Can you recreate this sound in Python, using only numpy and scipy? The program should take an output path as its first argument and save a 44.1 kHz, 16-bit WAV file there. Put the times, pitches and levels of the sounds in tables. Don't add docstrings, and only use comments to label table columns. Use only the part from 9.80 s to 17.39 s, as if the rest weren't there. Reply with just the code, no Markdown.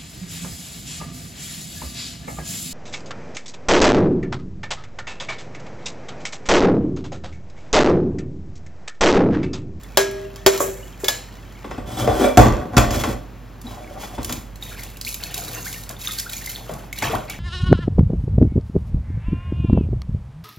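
import sys
import numpy as np
from scipy import signal
from scipy.fft import rfft, irfft, next_fast_len
from scipy.io import wavfile
from scipy.ndimage import uniform_filter1d

SR = 44100
rng = np.random.default_rng(int(sys.argv[2]) if len(sys.argv) > 2 else 0)


def int16_out(signal):
    q = np.round(np.clip(np.atleast_2d(signal).T, -1, 1) * 32767)
    wavfile.write(sys.argv[1], SR, q.astype(np.int16))


N = 334719
TIME = np.arange(N) / SR
EDGES = np.geomspace(30, 17000, 25)
CENTRES = np.sqrt(EDGES[1:] * EDGES[:-1])

# f/Hz, level per Hz/dB, t60/s
BOWL_WASH = [(60, -22, .3), (200, -3, 1), (473, 8.5, 0.53), (840, 13.5, 0.13), (1450, 4.5, 0.48),
             (2440, 6.5, 0.48), (4380, 6.5, 0.45), (7150, 7.5, 0.34), (12100, 1, 0.21), (15400, -3, 0.14)]
# f/Hz, level/dB, t60/s (before a common length ratio)
SINK_MODES = [(57.4, 0, 0.73), (67.5, 11, 0.077), (96, -1.5, 0.69), (119.4, 7.5, 0.39), (217.3, -6.5, 1),
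              (247, 10.5, 0.17), (309, 7.5, 0.2), (431, -7, 0.59), (468, -26, 0.79), (546, -9.5, 0.98),
              (578, -5, 0.27), (601, -4, 0.74), (731, 4.5, 0.22), (396.6, -7.5, 0.31), (905, -19.5, 0.32),
              (1020, -29, 0.57), (1174, -12, 0.65), (1700, -42, 0.31), (1780, -39, 0.22)]
# f/Hz, level per Hz/dB, t60/s
SINK_WASH = [(41.4, 13, 0.36), (129, -5.5, 1), (268, -0.5, 0.85), (656, -1, 0.46), (970, 0.5, 0.51),
             (1940, -5, 0.45), (3800, -13.5, 0.5), (7100, -12.5, 0.35), (11000, -19.5, 0.35),
             (15400, -27, 0.3)]


def bowl():
    # t/s, clang level/dB, treble tilt/(dB per octave), ring level/dB, ring pitch ratio, length ratio
    hits = [(0.1729, -6, -1.5, -16, 0.97, 1.22), (0.56, -35, -0.5, -62, 0.82, 0.9),
            (0.6631, -6.5, -1.5, -11.5, 0.96, 0.46), (0.777, -26.5, 2.5, -51, 0.64, 0.18),
            (0.8046, -9.5, -9.5, -26, 0.95, 0.8), (0.886, -51, -9, -29.5, .94, 0.25),
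            (1.236, -23.5, -16.5, -25, 0.94, 0.2)]
    # f/Hz, level/dB, t60/s (before the length ratio)
    bowl_modes = [(405.5, 2.5, 0.72), (587, 4.5, 0.065), (640, -16, 1), (1072, 1.5, 0.049),
                  (1140, -14, 0.26), (1647, -11.5, 0.48), (1840, -17, 0.32), (2250, -19, 0.23),
                  (3350, -26, 0.32), (3223, 2.5, 0.1), (3690, -14, 0.15), (4100, -19, 0.21),
                  (4420, -12, 0.22), (4950, -20, 0.27), (6200, -13, 0.37), (7084, -12, 0.2),
                  (7600, -22, 0.26)]
    # f/Hz, level per Hz/dB
    thunk = [(60, -27), (200, -3), (520, 22), (850, 6), (1150, 18), (1600, -6), (2500, 3), (15500, -6)]
    # t/s, length/s, level/dB
    shakes = [(0, 0.014, -59), (.7, 0.066, -33.5), (.795, 0.01, -21), (.87, 0.21, -49), (1.19, 0.17, -42)]
    # f/Hz, level per Hz/dB
    mesh = [(1500, 4.5), (4500, -6), (6000, 3.5), (7500, 12), (10000, 4), (13000, 4), (15500, -1.5)]
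    out = np.zeros(N)
    low = [mode for mode in bowl_modes if mode[0] < 1000]
    high = [mode for mode in bowl_modes if mode[0] >= 1000]
    hard = wash(BOWL_WASH, crack_t60=0.042, tail_db=-4.0, mode_spacing=25)
    soft = wash(BOWL_WASH, crack_t60=0.023, tail_db=-12.5, mode_spacing=3.2)
    for s, clang_db, tilt_db, ring_db, pitch, length in hits:
        bands, body = (hard, BOWL_WASH) if tilt_db > -2 else (soft, thunk)
        clang = blow(bands, body, tilt_db, contact_db=21.0)
        tilted = [(hz, db + tilt_db * np.log2(hz / 700), t60) for hz, db, t60 in high]
        partials = ring(tilted, length=np.sqrt(abs(length)), spread_db=-9.0)
        add(out, s, from_db(clang_db) * (clang + from_db(-12.0) * partials))
        add(out, s, from_db(ring_db) * ring(low, pitch, length, spread_db=1.5))
    rustle, = gains(shakes, attack_s=0.012, release_t60=0.39)
    sway = from_db(1.8 * drift(28))
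    return out * sway + rustle * colour(clicks(per_s=4100, spread_db=0.5), mesh)


def rim():
    # t/s, level/dB
    clinks = [(1.244, -21.5), (1.283, -11.5)]
    # f/Hz, level/dB, t60/s
    rim_modes = [(1700, -12, 0.27), (2175, -20, 0.2), (2280, -22, 0.2), (2370, -24, .2),
                 (2580, -2.5, 0.017), (3190, -31, 0.28), (3460, 1, 0.032), (3900, -11, 0.11),
                 (4802, -27, 0.29), (4920, -12, 0.09), (5400, -24, 0.23), (5650, -26, .22),
                 (6740, -22, 0.17)]
    out = np.zeros(N)
    bands = wash(BOWL_WASH, crack_t60=0.06, tail_db=-2.5, mode_spacing=34)
    for s, db in clinks:
        crack = blow(bands, BOWL_WASH, tilt_db=1.0, contact_db=16.0)
        partials = ring(rim_modes, spread_db=5.0)
        add(out, s, from_db(db) * (from_db(-0.5) * crack + from_db(-1.5) * partials))
    return out


def pot():
    # t/s, level/dB, treble tilt/(dB per octave), boom level before a common trim/dB
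    hits = [(1.843, -23, -6, -52), (1.91, -22, -3.5, -68), (1.979, -26, -4, -33.5), (2.275, -14, -4, -23),
            (2.408, -34, -14, -49), (2.573, -8, 2.5, -8), (2.592, -3, -4.5, -14.5), (2.621, -15, -8.5, -45),
            (2.657, -10, -6, -18.5), (2.9685, -9, 0.5, -12), (2.979, -8, 0.5, -30), (3.107, -21, 2.5, -31),
            (3.2367, -16, -0.5, -31), (4.235, -29.5, -3, -43), (4.381, -21, -5.5, -34.5),
            (4.495, -24, 2.5, -36.5), (6.1, -32.5, -2.5, -50), (6.893, -25, -6, -49),
            (7.2223, -17.5, 0, -47), (7.338, -27, -6.5, -32.5)]
    knocks, booms = np.zeros((2, N))
    spots = [wash(SINK_WASH, crack_t60=0.053, tail_db=-2.5, mode_spacing=24) for spot in range(4)]
    for k, (s, db, tilt_db, boom_db) in enumerate(hits):
        knock = blow(spots[k % len(spots)], SINK_WASH, tilt_db, contact_db=14.0)
        knock += from_db(-20.5 + tilt_db) * wall_ring(t60=0.28)
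        add(knocks, s, from_db(db) * knock)
        add(booms, s, from_db(boom_db - 5.0) * ring(SINK_MODES, length=0.76, spread_db=1.5))
    return knocks * from_db(0.46 * drift(160)) + booms * from_db(2.03 * drift(70))


def scrape():
    # t/s, length/s, then boom, judder and grit levels before each layer's trim/dB
    slides = [(2.055, 0.19, -26, -35, -39), (2.165, 0.0074, -24, -19.5, -25), (2.2, 0.049, -14, -22.5, -57),
              (2.31, 0.1, -41, -22.5, -35.5), (2.275, 0.014, -17, -13.5, -32),
              (2.383, 0.078, -27, -13, -30.5), (2.535, 0.04, -37, -35, -44), (2.7, 0.13, -26, -28, -51),
              (2.91, 0.04, -22, -25, -45.5), (3.115, 0.082, -17, -25, -27),
              (3.232, 0.075, -18, -25.5, -39.5), (3.305, 0.011, -38, -39, -54),
              (3.835, 0.097, -33.5, -40.5, -43), (3.92, 0.24, -41, -37.5, -51.5),
              (4.165, 0.11, -40, -48, -40), (4.29, 0.071, -39, -39, -45), (4.39, 0.025, -31, -31, -43),
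              (4.46, 0.11, -27, -58, -39)]
    # f/Hz, level per Hz/dB
    grit_spectrum = [(900, 8), (1500, 0.5), (2500, 3.5), (4000, -0.5), (7000, 1), (10000, -1), (15500, -9)]
    attack_s, release_t60 = 0.035, 0.34
    boom, judder, grit = gains(slides, attack_s, release_t60)

    turns = np.floor(np.cumsum(110 * from_db(4 * drift(150))) / SR)
    slips = np.diff(turns, prepend=0) * from_db(5.1 * drift(300) + 2 * drift(45))
    sheet = signal.oaconvolve(slips, ring(SINK_MODES, length=0.56))[:N]
    sheet = sheet + from_db(11.0) * wandering(slips, moves_per_s=30, tilt_db=-1.8, count=4)
    low = colour(sheet, [(40, -27.5), (70, -17.5), (150, -16.5), (280, -22.0), (900, -61.0)])
    middle = colour(sheet, [(120, -30.5), (300, -7), (600, -4.0), (950, -4), (1500, -1.5), (5000, -18.5)])
    middle = middle + from_db(5.5) * sheet_resonance(middle, q=2.8)
    lumps = from_db(np.where(TIME > 3.5, 3, .5) * drift(50))

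    grains = clicks(per_s=4000, spread_db=1.0) * from_db(2 * drift(60))
    wall = rms_one(signal.oaconvolve(grains, wall_ring(t60=0.047))[:N])
    wall_gain = from_db(np.where(TIME > 2.8, -9, -2))
    hiss = from_db(1.5) * colour(grains, grit_spectrum) + wall_gain * wall

    singing = steady(signal.lfilter(*signal.iirpeak(2330, 90, fs=SR), grains), size=2000)
    squeal = from_db(-34.5) * envelope(2.4, 0.084, attack_s, release_t60) * singing
    rumble = from_db(-6.5) * boom * steady(low, size=3000)
    shudder = from_db(-3.0) * judder * lumps * steady(middle, size=1500)
    return rumble + shudder + grit * hiss + squeal


def sheet_resonance(x, q):
    # t/s, f/Hz
    sheet_pitch = [(2.15, 735), (2.23, 524), (2.29, 704), (2.39, 430), (2.47, 610), (2.55, 570), (3.0, 660),
                   (3.3, 440), (3.92, 920), (4.02, 655), (4.12, 487), (4.24, 900), (4.4, 510)]
    out, state, size = np.zeros(N), np.zeros(2), 512
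    for i in range(0, N, size):
        hz = np.interp(i / SR, *np.transpose(sheet_pitch))
        peak = signal.iirpeak(hz, q, fs=SR)
        out[i:i + size], state = signal.lfilter(*peak, x[i:i + size], zi=state)
    return out


def wall_ring(t60):
    # f/Hz, level before a shift that brings the strongest to 0/dB
    wall_modes = [(1362, -45), (1653, -59), (2340, -51.5), (2821, -56), (3085, -54), (3461, -50),
                  (3817, -52.5), (4764, -62), (5170, -51.5), (6272, -59), (6993, -100), (7833, -48)]
    top = max(db for hz, db in wall_modes)
    return ring([(hz, db - top, t60) for hz, db in wall_modes], spread_db=3)


def wandering(contacts, moves_per_s, tilt_db, count):
    spot = rng.integers(0, count, 4000)[(TIME * moves_per_s).astype(int)]
    out = np.zeros(N)
    for k in range(count):
        bands = wash(SINK_WASH, crack_t60=0.013, tail_db=-5, mode_spacing=26.0)
        body = blow(bands, SINK_WASH, tilt_db, contact_db=16.5)
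        out += signal.oaconvolve(contacts * (spot == k), body)[:N]
    return out


def rattle():
    # t/s, length/s, level/dB
    rocking = [(2.61, 0.084, -23), (2.73, 0.088, -38.5), (3.0, .05, -24), (3.15, 0.13, -40)]
    level, = gains(rocking, attack_s=0.0068, release_t60=0.4)
    turns = np.floor(np.cumsum(55 * from_db(4 * drift(60))) / SR)
    taps = np.diff(turns, prepend=0) * from_db(4 * drift(90))
    return level * steady(wandering(taps, moves_per_s=75, tilt_db=-3.0, count=3), size=4000)


def touches():
    # t/s, f/Hz, level/dB, t60/s
    contacts = [(.664, 493, -18.5, 0.23), (.806, 574, -23, 0.44), (0.805, 1117, -19.5, 0.14),
                (1.2355, 476, -22, 0.087), (2.275, 455, -9, 0.17), (2.276, 712, -13.5, 0.3),
                (2.395, 387, -14.5, 0.39), (2.406, 254, -13, 0.5), (2.44, 558, -12, 0.32),
                (2.575, 722, 0.5, 0.2), (2.58, 455, -11, .2), (2.59, 873, -17, .2), (2.62, 1146, -20, 0.55),
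                (2.967, 5450, -17, 0.055), (2.97, 700, -17, 0.68), (2.973, 1353, -11.5, 0.19),
                (2.975, 223, -34, 0.31), (2.98, 305, -10, 0.25), (3.84, 249, -26, 0.17),
                (3.914, 690, -38, 0.11), (4.007, 615, -35, 0.087), (4.043, 2320, -33.5, 0.028),
                (4.075, 2190, -36.5, 0.05), (4.11, 574, -33, 0.089), (4.232, 837, -31, 0.14),
                (4.324, 514, -43, 0.093), (4.38, 907, -26.5, 0.069), (4.386, 413, -33, 0.11)]
    # pitch ratio, level/dB
    spot_modes = [(0.88, -9), (1.001, -2), (1.13, -14)]
    out = np.zeros(N)
    for s, hz, db, t60 in contacts:
        modes = [(hz * ratio, db + mode_db, t60) for ratio, mode_db in spot_modes]
        add(out, s, ring(modes, spread_db=0.5))
    return out


def water():
    # t/s, length/s, flow level/dB, spray off bare metal re flow/dB, plunge into water re flow/dB
    gushes = [(4.804, 0.25, -40.5, -5.5, -6), (5.246, 0.026, -44.5, 10, -25),
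              (5.391, 0.19, -37.5, -9, -5.5), (5.554, 0.24, -41, 1.5, 4.5), (5.824, 0.12, -45.5, 5, -1),
              (5.997, 0.14, -48.5, -20, -2), (6.185, 0.2, -37.5, -1, -16), (6.503, 0.21, -39.5, 0, -13.5),
              (6.748, 0.27, -47.5, -6.5, 6.5), (6.89, 0.03, -53.5, -11, 22), (7.148, 0.081, -35.5, -8, -9),
              (7.211, 0.064, -27.5, -17, 2), (7.3, 0.045, -42, -4.5, 16), (7.477, 0.023, -31.5, -21, -2.5)]
    drum_spectrum = [(70, -7.5), (115, 15), (200, 0), (300, 2), (450, -14), (900, -52)]
    gurgle_spectrum = [(200, -4), (350, 4), (700, 15.5), (1200, 14), (1800, 8), (3500, -19)]
    fizz_spectrum = [(900, 2), (1500, -31), (2300, 2), (3700, 0), (5000, -9), (8000, -3), (15000, -28)]
    spray_spectrum = [(2000, -13.5), (4000, 3.5), (6000, 2), (8000, 5), (10500, 5.5), (14000, 2),
                      (15500, -5)]
    # t/s, f/Hz, level/dB, t60/s
    plops = [(1.03, 2920, -38, 0.08), (1.126, 3130, -44, 0.087), (3.868, 3850, -32.5, 0.095),
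             (4.448, 2980, -25, 0.018), (4.825, 3690, -21.5, 0.031), (4.993, 2100, -24, 0.015),
             (5.161, 2740, -36, 0.027), (5.213, 4860, -16.5, 0.0074), (5.249, 4220, -13.5, 0.0054),
             (5.283, 5500, -34, 0.016), (5.326, 3960, -31, .03), (5.437, 4200, -5.5, 0.0038),
             (5.542, 3800, -22, 0.026), (5.554, 2600, -33, .04), (5.61, 6860, -25, 0.017),
             (5.682, 3900, -26.5, 0.024), (5.749, 6360, -24, 0.022), (5.769, 2710, -33, 0.055),
             (5.781, 2750, -31.5, 0.061), (5.829, 6600, -26, .025), (5.875, 2084, -29, 0.039),
             (5.882, 6600, -26, .025), (5.944, 2790, -29.5, 0.033), (5.96, 1820, -32, .05),
             (6.099, 636, -28.5, 0.053), (6.109, 1650, -33, .03), (6.166, 3580, -33, 0.027),
             (6.215, 3800, -30, .04), (6.264, 6230, -23, 0.025), (6.273, 3600, -9.5, 0.015),
             (6.274, 1220, -30, .04), (6.289, 1234, -24, 0.027), (6.31, 3500, -21, .022),
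             (6.386, 4550, -15, .013), (6.395, 5170, -14, 0.0078), (6.494, 3800, -25.5, .02),
             (6.533, 2380, -27, 0.04), (6.535, 3360, -26, .02), (6.566, 6750, -21, 0.016),
             (6.673, 2060, -23.5, 0.042), (6.751, 4280, -25, .025), (6.76, 3500, -15, 0.0073),
             (6.894, 622, -13.5, 0.028), (7.128, 2180, -16.5, 0.021), (7.223, 2150, -19, 0.036),
             (7.229, 885, -19, 0.085), (7.24, 1700, -23, 0.09), (7.274, 950, -22, .04),
             (7.298, 448, -19.5, 0.099), (7.333, 626, -21, 0.058), (7.345, 727, -17.5, 0.054),
             (7.499, 2250, -26, 0.093)]
    # t/s, length/s, start f/Hz, end f/Hz, level/dB
    glugs = [(5.266, .02, 2000, 3300, -26), (5.858, .026, 1350, 2300, -31), (5.938, .014, 2000, 2500, -34),
             (6.46, .018, 1280, 1750, -31), (7.328, .037, 540, 1750, -19.5)]
    # t/s, level before a common boost/dB
    slaps = [(0.034, -46), (.312, -41), (3.29, -41), (3.815, -43.5), (3.914, -54), (4.43, -35),
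             (4.446, -27.5), (4.525, -26), (4.757, -43.5), (5.034, -35), (5.17, -39.5), (5.212, -31.5),
             (5.249, -36), (5.343, -27.5), (5.437, -31.5), (5.5422, -27), (5.578, -28), (5.637, -36),
             (5.857, -36), (5.928, -32), (6.035, -39.5), (6.092, -33), (6.11, -38), (6.3865, -28.5),
             (6.398, -25.5), (6.497, -32), (6.532, -31), (6.937, -39.5), (7.128, -33.5), (7.187, -30.5),
             (7.498, -31.5)]
    # f/Hz, level per Hz/dB, t60/s
    splash = [(100, -27, .2), (700, -14, .25), (2060, 20, 0.2), (4470, 18, 0.52), (9200, 12.5, 0.068),
              (16000, -0.5, .2)]
    rows = [(s, length, db, db + spray_db, db + plunge_db) for s, length, db, spray_db, plunge_db in gushes]
    flow, spray, plunge = gains(rows, attack_s=0.025, release_t60=0.45)
    clumps = from_db(3 * drift(110))

    out = from_db(-4) * plunge * colour(clicks(per_s=430, spread_db=1.0), drum_spectrum)
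    large = bubbles(340, 1560, cycles=17.0, rise=0.039, spread_db=2.5, count=2000)
    large = large + rms_one(clicks(per_s=3700, spread_db=7.5))
    out += from_db(-5.5) * plunge * colour(large, gurgle_spectrum)
    small = bubbles(1238, 7560, cycles=50, rise=0.058, spread_db=-2.0, count=3500)
    small = small + from_db(-3.0) * rms_one(clicks(per_s=5200, spread_db=0.0))
    out += from_db(-8.5) * flow * clumps * colour(small, fizz_spectrum)
    out += from_db(-5.5) * flow * clouds(count=1500)
    out += from_db(3) * spray * clumps * colour(clicks(per_s=5300, spread_db=4.5), spray_spectrum)

    for s, hz, db, t60 in plops:
        add(out, s, from_db(db) * bubble(hz, t60, rise=0.035))
    for s, length, start_hz, end_hz, db in glugs:
        add(out, s, from_db(db) * glug(length, start_hz, end_hz))
    splashes = [wash(splash, crack_t60=0.03, tail_db=-39, mode_spacing=9.5) for drop in range(3)]
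    for k, (s, db) in enumerate(slaps):
        slap = blow(splashes[k % len(splashes)], splash, tilt_db=6.5, contact_db=8.0)
        add(out, s, from_db(db + 7.0) * slap)
    return out + from_db(-5.5) * echoes(out, t60=0.35)


def bubble(hz, t60, rise):
    t = TIME[:int(t60 * SR) + 2]
    tone = np.sin(2 * np.pi * hz * t * (1 + rise * t / t60))
    return tone * from_db(-60 * t / t60) * (1 - np.exp(-t * hz))


def bubbles(low_hz, high_hz, cycles, rise, spread_db, count):
    out = np.zeros(N)
    for when, size, strength, life in rng.random((count, 4)):
        hz = low_hz * (high_hz / low_hz) ** size
        gain = from_db(-spread_db * np.log(strength + 0.046))
        add(out, when * N / SR, gain * bubble(hz, cycles * (.5 + life) / hz, rise))
    return rms_one(out)


def clouds(count):
    out = np.zeros(N)
    for when, size, strength in rng.random((count, 3)):
        for delay, unlike in rng.random((3, 2)):
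            hz = 1300 * 5 ** size * (1 + .3 * unlike)
            start = when * (N / SR - .03) + .02 * delay
            add(out, start, (strength + .12) ** -.45 * bubble(hz, 32 / hz, .1))
    return rms_one(out)


def glug(length, start_hz, end_hz):
    life = np.linspace(0, 1, int(length * SR))
    hz = start_hz * (end_hz / start_hz) ** life
    return np.sin(np.pi * life ** .7).clip(0) * np.sin(2 * np.pi * np.cumsum(hz) / SR)


def trickle():
    # f/Hz, level per Hz/dB
    patter_spectrum = [(1000, 5.5), (3000, 0), (5000, 0), (7500, -1), (15500, -11)]
    patter = colour(clicks(per_s=1700, spread_db=5.0), patter_spectrum)
    plinks = bubbles(1700, 3500, cycles=120, rise=0.05, spread_db=1.0, count=700)
    level = from_db(-52.5) * envelope(0, 1.98, attack_s=0.0029, release_t60=0.48)
    return level * (patter + from_db(-3.0) * plinks)


def background():
    # f/Hz, rms level/dB
    hum_partials = [(49.5, -40.5), (72, -67), (90, -51), (105, -54), (117, -48)]
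    # f/Hz, level per Hz/dB
    room_tone = [(30, -27), (50, 4), (100, -2.5), (170, 3), (300, -4), (600, -10.5), (1200, -13),
                 (2500, -19.5), (5000, -27.5), (9000, -31), (15500, -33.5)]
    hum = np.zeros(N)
    for hz, db in hum_partials:
        level = from_db(db + 0.87 * drift(1.2)) * np.sqrt(2)
        hum += level * np.sin(2 * np.pi * hz * TIME + 0.55 * drift(7.3))
    return hum + from_db(-43.5) * colour(rng.standard_normal(N), room_tone)


def ring(modes, pitch=1, length=1, spread_db=2):
    out = np.zeros(SR)
    for hz, db, t60 in modes:
        strength = from_db(db + spread_db * rng.normal()) * rng.choice([-1, 1])
        out += strength * fade(t60 * length) * np.sin(2 * np.pi * hz * pitch * TIME[:SR])
    return out


def wash(body, crack_t60, tail_db, mode_spacing):
    hz = np.arange(SR // 2 + 1)
    share = np.clip(1 / mode_spacing + 30 / (hz + 1), 0, 1)
    present = (rng.random(len(hz)) < share) / np.sqrt(share)
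    modes = rms_one(irfft(present * np.exp(2j * np.pi * rng.random(len(hz))), SR))
    cracks = rng.standard_normal((2, SR)) * fade(crack_t60)
    bands = []
    for k, t60 in enumerate(at_hz(body, CENTRES, axis=2)):
        band = signal.butter(2, EDGES[k:k + 2], "band", fs=SR, output="sos")
        bands.append(signal.sosfilt(band, cracks[k % 2] + from_db(tail_db) * modes * fade(t60)))
    return np.array(bands)


def blow(bands, body, tilt_db, contact_db):
    gain = from_db(at_hz(body, CENTRES) + tilt_db * np.log2(np.maximum(CENTRES, 400)))
    out = gain @ bands / np.sqrt(np.sum(gain ** 2 * np.diff(EDGES)) * 2 / SR)
    chatter = (rng.standard_normal(SR) * fade(t60=0.0047))[:SR // 20]
    contact = signal.oaconvolve(response(CENTRES, gain), chatter)
    out[:len(contact)] += from_db(contact_db) * contact / np.linalg.norm(contact)
    return out


def clicks(per_s, spread_db):
    size = from_db(spread_db * np.minimum(rng.exponential(1, N), 4.5))
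    return (rng.random(N) < per_s / SR) * size * rng.choice([-1, 1], N)


def echoes(x, t60):
    tail = rng.standard_normal(SR) * fade(t60) * (TIME[:SR] > .0015)
    return signal.oaconvolve(x, tail / np.linalg.norm(tail))[:N]


def envelope(s, length, attack_s, release_t60):
    release = from_db(-60 * np.maximum(TIME - s - length, 0) / release_t60)
    return np.clip((TIME - s) / attack_s, 0, 1) * release


def gains(rows, attack_s, release_t60):
    shapes = np.array([envelope(s, length, attack_s, release_t60) for s, length, *levels in rows])
    return np.sqrt(from_db(np.array(rows)[:, 2:].T) ** 2 @ shapes ** 2)


def fade(t60):
    return from_db(-60 * TIME[:SR] / np.maximum(t60, .001))


def drift(rate):
    knots = rng.standard_normal(4000)
    return np.interp(TIME * rate, np.arange(len(knots)), knots) * np.sqrt(3 / 2)


def colour(x, spectrum):
    hz, db = np.transpose(spectrum)
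    return rms_one(signal.oaconvolve(x, response(hz, from_db(db)))[:N])


def response(hz, gain):
    size = 8192
    log_gain = np.interp(np.log(np.fft.rfftfreq(size, 1 / SR) + 1), np.log(hz), np.log(gain))
    cepstrum = irfft(log_gain)
    causal = 2 * cepstrum[:size // 2] * (np.arange(size // 2) > 0)
    pulse = irfft(np.exp(rfft(causal, size)))
    return pulse / np.linalg.norm(pulse)


def steady(x, size):
    return x / np.sqrt(np.abs(uniform_filter1d(x ** 2, size=size)) + 1e-9)


def from_db(db):
    return 10 ** (np.asarray(db) / 20)


def rms_one(x):
    return x / np.sqrt(np.mean(x ** 2) + 1e-20)


def at_hz(points, hz, axis=1):
    table = np.array(points)
    return np.interp(np.log(np.maximum(hz, 1)), np.log(table[:, 0]), table[:, axis])


def add(out, s, sound):
    start = max(round(s * SR), 0)
    out[start:start + len(sound)] += sound[:N - start]


def scene():
    # f/Hz, left minus right level/dB
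    lean = [(60, -0.5), (200, 0.5), (700, 3), (2400, -0.5)]
    # f/Hz, level/dB
    width = [(60, -16.5), (170, -11), (330, -11), (550, -2), (1000, -3.5), (1800, -27), (3200, -97),
             (6000, -9.5), (7800, -9), (8900, -26), (10500, -3.5), (12000, -53), (13500, -41)]
    centre = bowl() + rim() + pot() + scrape() + rattle() + touches() + water() + trickle() + background()
    size = next_fast_len(N + SR // 2)
    hz, sign = np.fft.rfftfreq(size, 1 / SR), np.array([[1], [-1]])
    side = rfft(echoes(centre, t60=.15), size) * from_db(at_hz(width, hz))
    middle = rfft(centre, size) * from_db(.5 * sign * at_hz(lean, hz))
    return irfft(middle + sign * side, size)[:, :N]


def record(dry):
    # f/Hz, lead of the left/rad
    port_phase = [(100, 0), (2400, 0), (3400, .45), (5300, .4), (5800, -1.6), (6700, -.65), (7300, -1.2),
                  (7700, -2.4), (8500, -3.05), (9400, -3.25), (10000, -3.85), (11500, -4.9), (12800, -6.2),
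                  (15000, -6.3)]
    size = next_fast_len(N + SR // 2)
    lead = at_hz(port_phase, np.fft.rfftfreq(size, 1 / SR))
    ports = irfft(rfft(dry, size) * np.exp(.5j * lead * np.array([[1], [-1]])), size)[:, :N]
    ports = signal.sosfilt(signal.butter(6, 41, "high", fs=SR, output="sos"), ports)
    limited = ports / (1 + ports ** 12) ** (1 / 12)
    return signal.sosfilt(signal.ellip(10, .3, 70, 15850, fs=SR, output="sos"), limited)


dry = scene()
out = record(dry)
int16_out(out)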